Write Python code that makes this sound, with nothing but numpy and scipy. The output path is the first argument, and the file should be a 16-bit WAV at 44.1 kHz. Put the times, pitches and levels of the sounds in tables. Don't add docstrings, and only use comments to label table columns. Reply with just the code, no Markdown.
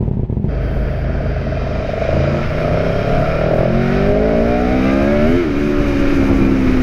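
import sys
import numpy as np
from scipy import signal
from scipy.fft import rfft, irfft, next_fast_len
from scipy.io import wavfile
from scipy.ndimage import uniform_filter1d, minimum_filter1d, map_coordinates

SR = 44100
rng = np.random.default_rng(int(sys.argv[2]) if len(sys.argv) > 2 else 0)


def how_loud(loudness_db):
    steps = np.asarray(loudness_db, float) / 20
    return 10 ** steps


def generate_wav(sig):
    pcm = np.round(np.clip(np.atleast_2d(sig).T, -1, 1) * 32767).astype(np.int16)
    wavfile.write(sys.argv[1], SR, pcm)


N = 300919
T = np.arange(N) / SR
MERGE_S = 3.69


def unit(x):
    return x / np.sqrt(np.mean(x ** 2) + 1e-20)


def steady(x, seconds):
    return x / np.sqrt(np.abs(uniform_filter1d(x ** 2, int(seconds * SR))) + 1e-12)


def curves(rows):
    s, *columns = np.transpose(rows)
    return [np.interp(T, s, column) for column in columns]


def wobble(rate):
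    coarse = np.arange(0, N + 64, 64)
    knots = rng.standard_normal(int(N * rate / SR) + 4)
    return np.interp(np.arange(N), coarse, map_coordinates(knots, [coarse * rate / SR]))


def swells(rows):
    return sum(db * np.exp(-((T - s) / length) ** 2) for s, db, length in rows)


def gate(start, end, rise, fall):
    return np.clip(np.minimum((T - start) / rise, (end - T) / fall), 0, 1)


def filtered(x, response):
    m = next_fast_len(N + SR // 2)
    return irfft(rfft(x, m) * response(np.fft.rfftfreq(m, 1 / SR)), m)[:N]


def modes(table):
    return lambda f: sum((-1) ** k * how_loud(db) * 1j * f * w / (c * c - f * f + 1j * f * w)
                         for k, (c, w, db) in enumerate(table))


def noise(spectrum):
    hz, db = np.transpose(spectrum)
    colour = lambda f: how_loud(np.interp(np.log(f + 1), np.log(hz + 1), db))
    return unit(filtered(rng.standard_normal(N), colour))


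def firings(cycles, angle, scatter_db, jitter):
    turn = np.arange(1, int(cycles[-1])) + angle
    chance = rng.standard_normal((len(turn), 2))
    at = np.interp(turn + jitter * chance[:, 0], cycles, np.arange(N))
    whole, size = at.astype(int), how_loud(scatter_db * chance[:, 1])
    part = at - whole
    clicks = np.bincount(whole, size * (1 - part), N + 1) + np.bincount(whole + 1, size * part, N + 1)
    return clicks[:N]


FIRING = np.array([0, .26, .52, .8])
STRENGTH = np.array([.8, .9, 1, .3])
# order (multiple of the cycle rate), level/dB, share of load felt, share of thrust felt
ORDERS = [(1, -28, 1.35, -0.05), (2, -26.5, -0.21, 0.4), (3, -13, 0.31, 0.74), (4, -24.5, -0.19, -0.1),
          (5, -21, 0.25, 0.65), (6, -47.5, -0.54, 0.1), (7, -41.5, 1.16, 0.24), (8, -39, 0.75, -0.29),
          (9, -51.5, 1.07, -0.042), (10, -62, 1.99, -0.36), (11, -41.5, 0.34, 0.53), (12, -42, 1.47, 0.08)]
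# order, level/dB, share of load felt, share of thrust felt
HOWL = [(13, -53.5, 1.6, 0.0056), (14, -51, 1.4, 0.0033), (15, -49.5, 2.14, 0.018), (16, -41, 1.2, 0.0054)]
# f/Hz, width/Hz, level/dB
PIPES = [(49.9, 7.3, -3), (85.6, 4.8, -22.5), (150.7, 12, -3), (156, 27.6, -1.04), (198.6, 4.8, -4.5),
         (230, 20, 4.5), (263, 28, 7), (366.7, 34, 6.5), (400, 46, 9), (431, 9.4, 7.5), (587, 38, 6),
         (616, 30, 11.5), (717, 40, 1.5)]
# order, t/s, level/dB, length/s
TONE_SWELLS = [(1, 2.6, 5, .1), (10, 2.65, 13, .18), (9, 3.1, -8, 0.28), (10, 3.15, -7.5, .2), (9, 2.9, 3.5, .2),
               (11, 2.84, 1, 0.16), (12, 2.7, -9, 0.098), (4, 3.85, 6, 0.2), (2, 4.6, 6, .25),
               (11, 4.25, 2, 0.38), (8, 4.6, -6, 0.12), (3, 4.54, -6, 0.19), (6, 5.4, -1, .1),
               (9, 4.8, 0.5, 0.12), (11, 4.3, 15.5, 0.24), (5, 5.2, -5.5, .12), (13, 5.2, 19, .08),
               (9, 5.3, 8, 0.24), (8, 5.4, -9.5, 0.12), (5, 4.3, 1.5, 0.22), (9, 5.84, -11, .25),
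               (7, 6.3, -5, .25), (5, 5.67, -4, 0.09), (4, 6.3, 2, 0.12), (3, 6.7, 2, .08), (11, 6.2, 12, .1),
               (14, 6.2, 8, .1), (12, 4.57, 3.5, 0.13), (13, 5.4, 3, .15), (12, 3.9, -4.5, 0.16),
               (11, 4.7, -3, .12), (5, 5.6, 4.5, 0.17), (2, 5.15, -4, .15), (9, 4.4, -5, .12), (3, 3.5, 3, .15),
               (6, 4, -4.5, .2), (8, 3.27, -4.5, .2), (7, 3.4, -2.5, .2)]


def orders(cycles, rate, load_db, thrust_db, merged):
    hz = np.arange(1., 1200)
    power = sum(np.abs(modes([pipe])(hz)) ** 2 for pipe in PIPES)
    pipes_db = 10 * np.log10(power / (1 + (hz / 793) ** 20))
    drift = .012 * wobble(12)
    out = 0
    for k, db, loaded, thrust in ORDERS + HOWL:
        level_db = db + loaded * load_db + thrust * thrust_db + np.interp(k * rate, hz, pipes_db)
        level_db = level_db + swells([swell[1:] for swell in TONE_SWELLS if swell[0] == k]) + 1.01 * wobble(17)
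        phase = np.angle(np.sum(STRENGTH * np.exp(-2j * np.pi * k * FIRING)))
        heard = merged if k > 12 else 1
        out = out + np.sqrt(2) * heard * how_loud(level_db) * np.cos(2 * np.pi * k * (cycles + drift) + phase)
    return out


INTAKE = np.array([0, .31, .52, .72])
# t/s, cycles early
SLIP = [(0, .05), (2.05, .05), (2.16, -.06), (2.32, -.05), (2.5, .03), (2.85, .01), (3.4, .04), (3.5, .11),
        (3.62, .1), (3.71, -.03), (6.82, -.03)]
# t/s, share of each of the four, share of the upper tone
LEADS = [(0, 0.97, .5, .5, .5, .2), (2.1, 1, 0.28, 0.12, 0.31, 0.59), (2.33, 1, .25, 0.18, 0.28, 0.31),
         (2.4, 0.83, .3, .3, 0.67, 0.6), (2.58, 0.91, 0.31, .2, 0.79, 0.47),
         (2.66, 1, 0.5, .15, 0.39, 0.67), (2.85, 0.93, 0.34, 0.28, 0.49, 0.48),
         (2.89, 0.65, 0.98, 0.24, 0.58, 0.48), (3.08, 0.61, 1, 0.24, 0.46, .6),
         (3.12, .4, 0.49, 0.25, 0.89, 0.93), (3.3, 0.55, .5, 0.18, 1, 0.76),
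         (3.4, 1, .25, .03, 0.056, 0.12), (3.69, 0.84, .25, 0.033, .05, 0.09),
         (3.76, 0.71, 0.93, 0.12, 0.8, 0.28), (6.82, 0.59, 0.97, 0.37, 0.96, 0.22)]
# f/Hz, width/Hz, level/dB
AIRBOX = [(386, 102, -0.5), (620, 119, 1), (707, 275, -4.5)]
# f/Hz, width/Hz, level/dB
AIRBOX_UPPER = [(419, 94, -3), (660.5, 131, 3.5), (746, 172, -3.5)]
# t/s, beats so far, share of the beat halfway
LOPE = [(0, -8.1, .8), (.704, 5, .8), (.87, 8, .7), (.98, 10, .25), (1.252, 15, .25), (1.513, 20, .3),
        (1.659, 23, .4), (1.884, 28, .3), (1.971, 30, .15), (2.091, 33, .15), (6.82, 155, .15)]


def airbox(cycles, rough, bark_db, rasp, merged):
    slipped = cycles + curves(SLIP)[0]
    trumpets = [firings(slipped, (a + .82) % 1, scatter_db=1, jitter=.002) for a in INTAKE]
    ring = lambda f: modes(AIRBOX)(f) ** 2 * modes([(635, 290, 0)])(f) ** 2
    lift = lambda f: modes(AIRBOX_UPPER)(f) ** 2 * modes([(660, 330, 0)])(f) ** 2
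    *shares, upper = curves(LEADS)
    upper = np.clip(upper, 0, 1)
    drawn = sum(share * gulp for share, gulp in zip(shares, trumpets))
    gulps = (1 - upper) * unit(filtered(drawn, ring)) + upper * unit(filtered(drawn, lift))
    gulps = steady(gulps, 0.22)

    lope, halfway = curves(LOPE)
    clear = np.clip((T - 0.76) / 0.59, 0.3, 1)
    beats = firings(lope, 0, scatter_db=1, jitter=.01)
    beats = unit(beats + halfway * firings(lope, .5, scatter_db=1.5, jitter=.03))
    puffs = 1 + 0.28 * clear * unit(filtered(beats, lambda f: (f > 5) / (1 + 1j * f / 30) ** 2))
    putter = unit(filtered(beats, modes([(629, 120, -1.5), (748, 90, -2), (474, 90, -3)]))) / 6
    shut = np.clip((.2 - rasp) / .1, 0, 1)
    rush = rng.standard_normal(N) * (.66 * np.abs(puffs)) ** shut
    swirl = steady(filtered(rush + 1.15 * clear * shut * putter, ring), .2)
    clean = np.sqrt(1 - rough) * how_loud(-10.5 * merged) * gulps
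    return how_loud(bark_db - 0.17) * (clean + np.sqrt(rough) * swirl)


# f/Hz, width/Hz, level/dB
HOUSING_SLOW = [(1248, 155, -3.5), (1533, 194, 3), (2010, 1190, -4.5), (2620, 700, -5.5), (2940, 91, -12),
                (3155, 96, -13), (3650, 430, -24.5), (4800, 220, -15), (5330, 200, -22), (6260, 400, -27)]
# f/Hz, width/Hz, level/dB
HOUSING_FAST = [(1229, 310, -5), (1396, 144, 2), (1627, 528, -5.5), (2212, 95, -2.5), (2387, 100, -4),
                (3220, 960, -15), (3663, 325, -13.5), (4910, 535, -18), (5330, 540, -18), (6390, 400, -30)]


def housing(cycles, level_db, rasp, load_db):
    ticks = sum(firings(cycles, a + .1, scatter_db=1.8, jitter=.0025) for a in FIRING)
    pulsing = 6.1 + unit(filtered(ticks, lambda f: 1 / (1 + 1j * f / 60)))
    rush = unit(pulsing * how_loud(0.49 * wobble(20)) * rng.standard_normal(N))
    band = lambda f: (f > 700) / (1 + (f / 2700) ** 6)
    blunt = steady(filtered(ticks, band), .1) * np.sqrt(2000 / (SR / 2))
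    drive = rush + (np.sqrt(1 - rasp) - 1) * filtered(rush, band)
    drive = drive + np.sqrt(rasp) * (blunt + how_loud(-20) * gears(cycles, load_db))
    fast = np.clip((T - 1.3) / 0.63, 0, 1)
    crawl, cruise = [unit(filtered(drive, lambda f: modes(table)(f) / (1 + (f / 6300) ** 8)))
                     for table in (HOUSING_SLOW, HOUSING_FAST)]
    return how_loud(level_db) * flared(steady((1 - fast) * crawl + fast * cruise, 0.28))


# order, level/dB, share of load felt
GEARS = [(17, 0, -0.068), (18, -6.5, 0.87), (20, -5.5, 0.23), (22, -4.5, -0.22), (24, -1.5, 0.13),
         (27, -1, 0.38), (34, -2, -0.6), (25, -11.5, -0.026), (23, -5, 0.099), (30, -2.5, -0.25),
         (31, -9, -0.092), (32, -5.5, .2), (35, -8.5, -0.02), (36, -2.5, .2), (38, -4.5, -0.073),
         (40, -2, .1)]
# order, t/s, level/dB, length/s
MESHES = [(34, 5.87, 7.5, .2), (34, 6.25, 10, .15), (35, 6.3, 11, .2), (36, 6.4, 5, .15),
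          (40, 6.4, 9.5, .15), (24, 7.6, 6, .12), (30, 5.9, 3, .15), (31, 6.2, 7, .12), (23, 5.2, 9, .15),
          (22, 5.12, -7.5, .18), (23, 5.1, -6, .15), (17, 4.9, -6, .15), (18, 5.2, 8, .08),
          (27, 5.15, -4, .15), (30, 4.6, 7, .15), (32, 4.4, 5.5, .2), (32, 4.95, 4.5, 0.13),
          (36, 4, 7, .15), (38, 5.6, 9.5, .2), (34, 4.9, 6, .15), (20, 6.2, 5.5, .3), (22, 6.3, 1, .3),
          (40, 5.9, 4, .15), (38, 8, 6, .2)]


def gears(cycles, load_db):
    pull_db = np.clip(load_db, -4, 9)
    shaft = 2 * np.pi * (cycles + 0.007 * wobble(25))
    out = 0
    for k, db, loaded in GEARS:
        level_db = db + loaded * pull_db + 5.5 * wobble(9)
        level_db = level_db + swells([mesh[1:] for mesh in MESHES if mesh[0] == k])
        out = out + how_loud(level_db) * np.sin(k * shaft)
    return out


# f/Hz, width/Hz, t/s, length/s, level/dB
FLARES = [(1370, 73, 3.3, 0.45, 3.5), (1330, 100, 2.4, .15, 5), (1300, 90, 2.7, 0.13, 3),
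          (1280, 130, 3.3, 0.13, 3), (1210, 80, 3, 0.15, -1), (1700, 100, 3.5, .15, 3),
          (2170, 90, 5.3, .15, 4.5), (2420, 90, 3.3, 0.11, 5), (2400, 370, 2.4, 0.28, 0.5),
          (3200, 110, 2.96, .18, 8.5), (3180, 100, 0.64, 0.22, 6), (3800, 150, 4.85, .2, 4),
          (3750, 100, 8.1, .3, 18.5), (2950, 100, 7.8, .2, 3), (4900, 120, 2.3, .2, 6),
          (5400, 180, 2.9, 0.43, 6.5), (4950, 120, 3.3, .15, 4), (5000, 100, 4.3, .5, 0),
          (6300, 400, 3.6, 1.1, -4.5), (5100, 400, 5.6, .5, -1), (4000, 300, 1.2, .4, -1.5),
          (5370, 120, 1.05, .12, 2), (1450, 90, 6.7, 0.1, 0.5), (1580, 120, 4.8, 0.13, 0),
          (2470, 90, 4.4, 0.18, 0)]


def flared(x):
    hz, t, z = signal.stft(x, SR, nperseg=1024)
    field_db = sum(db * np.outer(np.exp(-((hz - c) / w) ** 2), np.exp(-((t - s) / length) ** 2))
                   for c, w, s, length, db in FLARES)
    return signal.istft(z * how_loud(field_db), SR, nperseg=1024)[1][:N]


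STUMBLES = {2: 5.6, 5: 7.9, 6: 3, 9: 22, 13: 4.3, 15: 8.2}
# f/Hz, width/Hz, level/dB
SILENCER = [(72, 22, -4.5), (128, 48, 6), (220, 62, -3), (374, 69, -8)]
# f/Hz, level/dB per Hz
IDLE_AIR = [(15, -36), (25, 2), (107, -11.5), (204, -3.5), (289, -32), (389, -12), (445, -25.5), (945, -33),
            (1170, -46), (2230, -48), (15500, -89)]


def idle():
    thumps, cracks = np.zeros(N), np.zeros(N)
    for number, scatter in enumerate(rng.standard_normal(16)):
        turn = number // 2 + .395 * (number % 2)
        s = .0047 + .04845 * turn + .00197 * turn ** 2
        loss_db = STUMBLES.get(number, 0)
        thumps[round((s + .0019) * SR)] = -how_loud(34 - loss_db)
        cracks[round((s + .004) * SR)] = -how_loud(1.5 - loss_db + 3 * scatter)
    push = lambda f: sum(how_loud(db) * c * w / (c * c - f * f + 1j * f * w) for c, w, db in SILENCER)
    soft = lambda f: 1 / (1 + 1j * f / 1000) ** 4 * 1150 ** 2 / (1150 ** 2 - f * f + 1.3j * f * 1150)
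    thump = filtered(thumps, lambda f: push(f) * soft(f) * 1j * f / (70 + 1j * f))
    crack = filtered(cracks, lambda f: modes([(800, 480, 0)])(f) ** 4)
    jets = filtered(-thumps, lambda f: 1 / (1 + 1j * f / 220) ** 2)
    puffs = how_loud(-65) * jets / jets.max() * noise([(7000, -39), (9500, 0), (15500, -4), (16500, -52)])
    echo = filtered(-thumps, lambda f: 1 / (1 + 1j * f / 9) / (1 + 1j * f / 40))
    street = how_loud(-22.5 + 1.3 * wobble(40)) * (0.59 + 0.94 * echo / echo.max()) * noise(IDLE_AIR)
    return thump + crack + street + puffs


# f/Hz, width/Hz, level/dB
BURBLE = [(217.6, 83, -1), (340, 120, 5.5), (429, 120, -4.5)]
# t/s, level/dB, length/s
LULLS = [
    (5.68, -4, 0.09),
    (6.15, 3, 0.17),
    (6.4, 2.5, .1),
]


def burble(rough):
    low, high, upper = [how_loud(db) * unit(filtered(rng.standard_normal(N), lambda f: modes([(hz, w, 0)])(f) ** 2))
                        for hz, w, db in BURBLE]
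    chambers = np.where(T < 4, low + upper, high)
    return rough * how_loud(-30 + swells(LULLS) + 1.4 * wobble(13)) * chambers


# f/Hz, level/dB per Hz
SIZZLE = [(4500, -31), (5500, 1), (6500, 5), (8000, -10), (8600, -28.5)]
# from t/s, to t/s, rise/s, fall/s
SIZZLE_S = (1.4, 2.45, .9, .02)


def clutch():
    return gate(*SIZZLE_S) * how_loud(-58) * noise(SIZZLE)


# f/Hz, level/dB per Hz
BUFFET = [(5, -14), (15, 12), (31, 0.5), (45, -7), (70, -9.5), (140, -7.5), (400, -61.5)]
# t/s, level/dB, length/s
GUSTS = [(.92, 1, 0.087), (1.25, 0, 0.18), (2.62, 8, .08), (3.12, 8, 0.17), (3.4, 3.5, 0.14),
         (4.3, -1, 0.22), (4.7, -4, 0.12), (4.98, 3, 0.14), (5.3, 10, 0.043), (5.55, 1.5, 0.049),
         (5.8, 7, 0.041), (6.15, 0.5, 0.027), (6.4, 4, .06), (3.58, 4, 0.065)]


def wind():
    level_db = -31.5 + 1.5 * T + swells(GUSTS) + 3 * wobble(9.8)
    return how_loud(level_db) * unit(how_loud(1.5 * wobble(6)) * noise(BUFFET))


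# f/Hz, level/dB per Hz
ROAR = [(24, -37), (40, 3), (162, -6), (239, -8), (275, -9.5), (472, -14), (573, -17), (1100, -26.5),
        (1430, -60), (2420, -120)]


def tyres(flow_db, rough):
    level_db = -27.5 + 1.25 * T + 0.11 * flow_db + 1.5 * wobble(5.09)
    level_db = level_db - 1.5 * (T > MERGE_S) * (1 - rough)
    return how_loud(level_db) * unit(how_loud(1.7 * wobble(22)) * noise(ROAR))


# f/Hz, level/dB per Hz
SPRAY = [(3410, -20.5), (5800, -4), (6310, -2), (7460, -13.5), (9320, -15), (11900, -13.5), (15100, -20),
         (15800, -34)]
# t/s, level/dB over the steady spray, length/s
PUDDLES = [
    (2.6, 3, 0.23),
    (3.05, 3, 0.33),
    (4.9, 2, .15),
    (3.9, 2.5, 0.088),
    (5.35, 1.5, 0.059),
    (6.0, 4, 0.76),
]
# f/Hz, level/dB per Hz
MIST = [(8600, -29), (9400, -3), (12500, -4.5), (14500, 0), (15700, -2), (16000, -31)]
# from t/s, to t/s, rise/s, fall/s
MIST_S = (.57, 1.07, .06, .06)


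def spray(flow_db):
    level_db = -66 + 1.79 * T + 0.56 * flow_db + swells(PUDDLES)
    spikes = how_loud(.8 * wobble(24) + .6 * wobble(60) + .9 * wobble(150))
    drizzle = gate(*MIST_S) * how_loud(-67) * noise(MIST)
    return how_loud(level_db) * unit(spikes * noise(SPRAY)) + drizzle


# t/s, cycles a second
SPEED = [(0.0, 25.53), (1.415, 26.71), (2.065, 26.5), (2.545, 29.99), (3.402, 39.41), (3.661, 43.1),
         (4.102, 50.93), (4.236, 53.8), (4.997, 68.44), (5.239, 75.61), (5.375, 89.69), (5.42, 86.51),
         (5.49, 72.34), (5.53, 69.9), (5.67, 73.8), (5.972, 69.88), (6.048, 70.45), (6.82, 63.29)]
# t/s, turbulence share 0-1, clean rasp share 0-1
THROTTLE = [(.48, .97, .1), (2.03, .95, .1), (2.08, .12, .2), (2.45, .4, .2), (2.64, .07, .3),
            (2.87, .07, .3), (2.92, .2, .3), (3.3, .18, .3), (3.4, .03, .25), (3.69, .03, .3),
            (3.76, .07, .4), (4.6, .07, .5), (5.25, .07, .65), (5.38, .1, .6), (5.5, .9, .22),
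            (6.82, .9, .22)]
# t/s, intake load level/dB, exhaust thrust level/dB, airbox bark level/dB
EFFORT = [(.48, -27, 11, -31), (1.0, -26, 12, -29), (1.5, -24.5, 10.5, -27), (1.9, -17, 4.5, -23),
          (1.98, -17, -2, -21), (2.13, 7, 5, -18), (2.37, 7, 1, -21.5), (2.47, 0, -8.5, -28),
          (2.65, 3.5, -5, -18), (2.88, 3, -2, -19), (2.95, 0, -2, -21.5), (3.15, 6, -7, -18.5),
          (3.36, 4, -14.5, -19.5), (3.43, 4.5, -16, -17), (3.66, 3.5, -7.5, -16.5), (3.76, 7, -4.5, -19),
          (4.2, 7.5, -22.5, -12.5), (4.45, 9.5, -14.5, -15), (4.7, 10, -11, -13.5), (4.95, 10.5, -13, -19),
          (5.12, 11, -13, -18.5), (5.27, 12.5, -14, -30), (5.35, 1.5, -12.5, -25), (5.43, -6, -26, -35),
          (5.62, -5, -14.5, -36), (5.85, 0.5, -17.5, -42), (6.1, 0, -22.5, -40), (6.28, 0, -11.5, -35),
          (6.45, -2, -5.5, -37), (6.82, -6, -19, -43)]
# t/s, level/dB at the housing
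AIRFLOW = [(0.49, -40.5), (0.54, -38), (2.0, -32.5), (2.02, -30.5), (3.35, -29), (3.63, -31.5),
           (3.98, -26.5), (4.14, -31.5), (4.79, -28), (4.85, -25.5), (4.93, -26.5), (5.37, -28),
           (5.48, -31), (6.13, -27.5), (6.54, -30.5), (6.82, -28.5)]


def scene():
    rate, = curves(SPEED)
    cycles = np.cumsum(rate) / SR
    rough, rasp = curves(THROTTLE)
    load_db, thrust_db, bark_db = curves(EFFORT)
    flow_db, = curves(AIRFLOW)
    over_db = flow_db + 31
    merged = np.clip((T - MERGE_S) / 0.035, 0, 1)
    ride = orders(cycles, rate, load_db, thrust_db, merged)
    ride = ride + airbox(cycles, rough, bark_db, rasp, merged)
    ride = ride + housing(cycles, flow_db, rasp, load_db)
    ride = ride + burble(rough) + clutch()
    ride = ride + wind() + tyres(over_db, rough) + spray(over_db)
    riding = np.clip((T - .481) / 0.0033, 0, 1)
    ends = np.clip(np.minimum(np.arange(N), np.arange(N, 0, -1)) / (.002 * SR), 0, 1)
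    return (ends * ((1 - riding) * idle() + riding * ride))[None]


def top_cut(x):
    return signal.sosfilt(signal.butter(12, 15950, fs=SR, output="sos"), x)


def record(dry):
    limit, span = .76, int(.006 * SR)
    need = np.minimum(1, limit / (np.abs(dry) + 1e-9))
    held = dry * uniform_filter1d(minimum_filter1d(need, 2 * span + 1), span)
    held = filtered(held[0], lambda f: f < 15720)[None]
    return top_cut(held)


dry = scene()
out = record(dry)
generate_wav(out)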